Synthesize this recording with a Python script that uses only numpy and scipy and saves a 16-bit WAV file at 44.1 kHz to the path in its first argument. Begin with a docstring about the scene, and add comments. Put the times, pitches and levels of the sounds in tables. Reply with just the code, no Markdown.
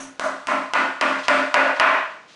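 """Hammering a tack into a drum

In an echoing workshop, seven even hammer blows drive a tack through the hide into a big drum's wooden
shell. Each is a steel click, a knock of the shell and a boom of drum and room that swells, holds and
dies away. As the tack bites, the blows grow louder, brighter and more abrupt.
Loose tacks jingle in their tin, and a hand rustles near it."""
import sys
import numpy as np
from scipy import signal
from scipy.fft import rfft, irfft
from scipy.io import wavfile

SR = 44100
rng = np.random.default_rng(int(sys.argv[2]) if len(sys.argv) > 2 else 0)


def wav_out(sig):
    """Save sig, one row per channel (or a flat mono array), as 16-bit PCM at SR to the path in sys.argv[1]."""
    wavfile.write(sys.argv[1], SR, np.round(np.clip(np.atleast_2d(sig).T, -1, 1) * 32767).astype(np.int16))


N = 103635
T = np.arange(2 ** 15) / SR   # seconds since a sound began


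def hammering():
    """Seven blows on the tack, over the fading tail of a blow struck just before the start."""
    # start_s, click_db, click_stretch (times), knock_db, boom_db, swell_s, hold_s,
    # bright_hz, hollow_db, bass_db, ring_hz, head_db, wash_db
    blows = [(0.1963, -8.5, 0.38, -19.5, -22, 0.031, 0.08, 1680, 1, 2, 1120, -37, -40),
             (0.4713, -10.5, 0.69, -25.5, -16.5, .026, 0.058, 2180, -3, 2, 1050, -30, -39.5),
             (0.7361, -7.5, 0.83, -20.5, -17, .013, 0.1, 2740, -5.5, 3, 1470, -33, -40.5),
             (1.0120, -6, 1.1, -13.5, -18, 0.0054, 0.12, 2900, 3, 1, 1145, -29.5, -39),
             (1.2830, -2.5, 1.35, -13, -17, 0.0032, 0.13, 3030, 3.5, 3.5, 1420, -30.5, -37),
             (1.5423, -3.5, 1.07, -8, -15, 0.007, 0.15, 2480, 4, -0.5, 930, -33, -40.5),
             (1.7985, -5.5, 1.7, -9.5, -14, 0.0035, 0.17, 2420, -3, -8, 1790, -40.5, -43)]
    earlier_blow = (-0.06, -10, .3, -30, -19, 0, -0.16, 2252, 3.5, 2, 1298, -41.5, -44.5)   # one row, same columns
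    shared_noise = white_noise()
    return sum(delayed(blow(shared_noise, *row), start_s) for start_s, *row in [earlier_blow, *blows])


def blow(shared_noise, click_db, click_stretch, knock_db, boom_db, swell_s, hold_s,
         bright_hz, hollow_db, bass_db, ring_hz, head_db, wash_db):
    """One blow: a click and a knock, then the boom of shell, drumhead and room."""
    def tone(hz):
        """This blow's gain at each pitch: a hollow band, a ringing peak, bass and a dulled top."""
        hollow = hollow_db * np.exp(-((hz - 573) / 59) ** 2)
        ring = 3 * np.exp(-((hz - ring_hz) / 79) ** 2)
        bass = bass_db / (1 + (hz / 400) ** 10)
        return from_db(hollow + ring + bass) / np.sqrt(1 + (hz / bright_hz) ** 5.92)

    room = room_boom(shared_noise, tone)
    shell = shell_ring(tone)
    boom = from_db(boom_db) * (room + shell) * envelope(swell_s, hold_s, fall_db_per_s=113.5)
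    head = from_db(head_db) * drumhead()
    wash = from_db(wash_db) * room_wash(hold_s)
    knock = from_db(knock_db) * shell_knock(shell, tone)
    click = from_db(click_db) * steel_click(click_stretch)
    return click + knock + boom + head + wash


def steel_click(stretch):
    """Hammer meets tack: a tiny push, a steel ring (longer as the tack bites) and two duller echoes."""
    # ringing steel: pitch_hz, level_db, fade_s (time to drop 60 dB, before stretching)
    steel_modes = [(1510, -19.5, 0.00043), (2860, -0.5, 0.0033), (5010, -5.5, 0.0021), (6370, -15, 0.0025)]
    # echoes from nearby surfaces: delay_s, level_db
    echoes = [(.0041, -10), (0.0129, -12.5)]
    ring = sum(from_db(db - 60 * T / (fade_s * stretch)) * np.sin(2 * np.pi * hz * T)
               for hz, db, fade_s in steel_modes)
    push = from_db(-15.5) * np.exp(-T / 0.00023)
    direct = filtered(ring, "highpass", hz=760, order=1) + push
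    dulled = filtered(direct, "lowpass", hz=3900, order=1)
    return direct + sum(from_db(db) * delayed(dulled, delay_s, len(T)) for delay_s, db in echoes)


def shell_knock(shell, tone):
    """The struck wood knocks: a short burst of noise with some of the shell's ring in it."""
    # tone of the knock: pitch_hz, level_db
    spectrum = [(60, -30), (300, -21), (600, 0), (850, 1), (1200, 3), (2600, -4.5), (4000, -1.5),
                (7000, 4.5), (11000, -1.5)]
    fade_s = 0.023   # time to drop 60 dB
    burst = coloured(white_noise(), spectrum, tone) + from_db(-6.5) * shell
    return filtered(burst * from_db(-60 * T / fade_s), "highpass", hz=250, order=2)


def shell_ring(tone):
    """The wooden shell rings at many pitches at once."""
    # ringing wood: pitch_hz, level_db
    shell_modes = [(581, -13), (604, -8), (640, -16), (705, -16), (877, -13.5), (926, -18), (1003, -15),
                   (1035, -12), (1133, -24.5), (1170, -11.5), (1288, -13.5), (1458, -8), (1696, -16.5),
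                   (1812, -22), (1993, -15), (2072, -25), (2497, -18)]
    shaped_modes = [(hz, db + 20 * np.log10(tone(hz))) for hz, db in shell_modes]
    return from_db(-4) * ringing(shaped_modes, scatter_db=3.5)


def drumhead():
    """The stretched hide swells into a low hum, then stops quickly."""
    # ringing hide: pitch_hz, level_db
    head_modes = [(156, -24), (199, -18), (269, 0.5), (283, -14), (349, -19.5)]
    return ringing(head_modes, scatter_db=1.5) * envelope(swell_s=0.039, hold_s=0.19, fall_db_per_s=402.5)


def room_boom(shared_noise, tone):
    """The drum's sound spreads through the room and blurs into noise."""
    # tone of the boom: pitch_hz, level_db
    spectrum = [(40, -65), (115, -52), (160, -30.5), (210, -14), (300, -7.5), (480, -13), (580, 2.5),
                (760, -3.5), (1000, 1.5), (1450, 1.5), (2000, -1.5), (2700, -5), (3600, -10.5),
                (6000, -10.5), (11000, -40)]
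    alike = 0.6   # share of the noise power that every blow has in common
    noise = np.sqrt(alike) * shared_noise + np.sqrt(1 - alike) * white_noise()
    return coloured(noise, spectrum, lambda hz: tone(hz) * ripple(hz))


def ripple(hz, depth_db=2.5, spacing_hz=35):
    """Random peaks and dips in gain: each blow favours different pitches of the shell."""
    heights = rng.standard_normal(2000)
    return from_db(depth_db * np.interp(hz / spacing_hz, np.arange(len(heights)), heights))


def room_wash(boom_hold_s):
    """The steel click lingers in the room as a bright hiss."""
    # tone of the hiss: pitch_hz, level_db
    spectrum = [(1500, -15), (3000, 3.5), (4500, 1), (6500, -3.5), (9000, -7), (11000, -27)]
    loudness = envelope(swell_s=0.0057, hold_s=0.87 * boom_hold_s, fall_db_per_s=77)
    return coloured(white_noise(), spectrum) * loudness


def hollow_note(peak_s=0.267, pitch_hz=630, level_db=-23, half_length_s=0.011):
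    """The first boom swells briefly into a hollow note."""
    t = np.arange(N) / SR - peak_s
    loudness = from_db(level_db) * np.exp(-(t / half_length_s) ** 2)
    return np.sqrt(2) * loudness * np.sin(2 * np.pi * (pitch_hz * t + rng.random()))


def tack_jingles():
    """Loose tacks jingle as they settle in their tin."""
    # jingles: start_s, level_db
    jingles = [(0, -37), (0.234, -40), (.5, -46)]
    # tone of the settling tacks: pitch_hz, level_db
    spectrum = [(2500, -3), (4200, -11), (5200, -12), (5900, 2), (6600, -1), (7400, -12), (8500, -6.5),
                (9200, -17), (10000, -6), (11200, -32)]
    return bursts(jingles, spectrum, envelope(swell_s=0.0013, hold_s=0.032, fall_db_per_s=183))


def tack_clinks():
    """Tacks clink softly as fingers pick among them."""
    # clinks: start_s, level_db
    clinks = [(1.182, -35), (1.23, -31.5), (1.754, -36.5), (2.1, -50)]
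    # tone of a clink: pitch_hz, level_db
    spectrum = [(1500, -12), (3200, 7.5), (6300, -3), (8500, -15), (11000, -22)]
    return bursts(clinks, spectrum, envelope(swell_s=0.0053, hold_s=0, fall_db_per_s=250))


def hand_rustle(start_s=2.272, level_db=-49.5):
    """A hand rustles near the tin at the very end."""
    # tone of the rustle: pitch_hz, level_db
    spectrum = [(500, -20), (2000, -3), (3300, 3), (6500, -6), (8000, -16), (11000, -23)]
    return bursts([(start_s, level_db)], spectrum, envelope(swell_s=0.018, hold_s=1, fall_db_per_s=0))


def workshop_background(level_db=-53):
    """The faint, steady noise of the workshop."""
    # tone of the background: pitch_hz, level_db
    spectrum = [(25, -34), (55, -26), (90, -2.5), (170, 2), (300, 3.5), (600, 5), (1300, 2), (3000, -4.5),
                (6500, -11), (11000, -32)]
    return from_db(level_db) * coloured(white_noise(N), spectrum)


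def from_db(db):
    """Turns decibels into a gain to multiply by."""
    return 10 ** (np.asarray(db) / 20)


def white_noise(size=len(T)):
    """Fresh noise, equally strong at every pitch."""
    return rng.standard_normal(size)


def coloured(white, spectrum, shape=lambda hz: 1):
    """Gives white noise a tone (spectrum times shape) while keeping its overall level."""
    hz = np.maximum(np.fft.rfftfreq(len(white), 1 / SR), 1)
    pitch_hz, level_db = np.array(spectrum).T
    gain = from_db(np.interp(np.log(hz), np.log(pitch_hz), level_db)) * shape(hz)
    return irfft(rfft(white) * gain, len(white)) / np.sqrt(np.mean(gain ** 2))


def bursts(events, spectrum, loudness):
    """One burst of fresh noise for each (start_s, level_db) event."""
    return sum(delayed(from_db(db) * coloured(white_noise(), spectrum) * loudness, start_s)
               for start_s, db in events)


def ringing(modes, scatter_db):
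    """A steady sine for each mode (natural pitch), varied at random in strength and phase."""
    return sum(np.sqrt(2) * from_db(db + scatter_db * rng.standard_normal())
               * np.sin(2 * np.pi * (hz * T + rng.random())) for hz, db in modes)


def envelope(swell_s, hold_s, fall_db_per_s, sag_db_per_s=29.5):
    """Loudness over time: it swells, sags slowly while it holds, then falls."""
    swell = 1 - np.exp(-T / max(swell_s, 1e-4))
    falling_s = np.logaddexp(0, (T - hold_s) / .02) * .02   # time past the hold, eased in
    return swell * from_db(-sag_db_per_s * (T - falling_s) - fall_db_per_s * falling_s)


def delayed(sound, start_s, size=N):
    """Places a sound at start_s; a negative start skips its beginning."""
    start = int(round(start_s * SR))
    return np.pad(sound[max(-start, 0):], (max(start, 0), size))[:size]


def filtered(sound, kind, hz, order):
    """A "highpass" softens what lies below hz, a "lowpass" what lies above."""
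    return signal.sosfilt(signal.butter(order, hz, kind, fs=SR, output="sos"), sound + 1e-18)


def scene():
    """The blows, the tacks and the hand over the workshop's background, in one channel."""
    mix = hammering() + hollow_note() + tack_jingles() + hand_rustle() + tack_clinks()
    return (mix + workshop_background())[None]


def record(dry, ceiling=0.77, cutoff_hz=11000):
    """Rounds off the loudest peaks and cuts the highest treble."""
    rounded = dry / (1 + (dry / ceiling) ** 4) ** (1 / 4)
    low_pass = signal.ellip(10, .2, 80, cutoff_hz, fs=SR, output="sos")
    return signal.sosfilt(low_pass, rounded)


dry = scene()
out = record(dry)
wav_out(out)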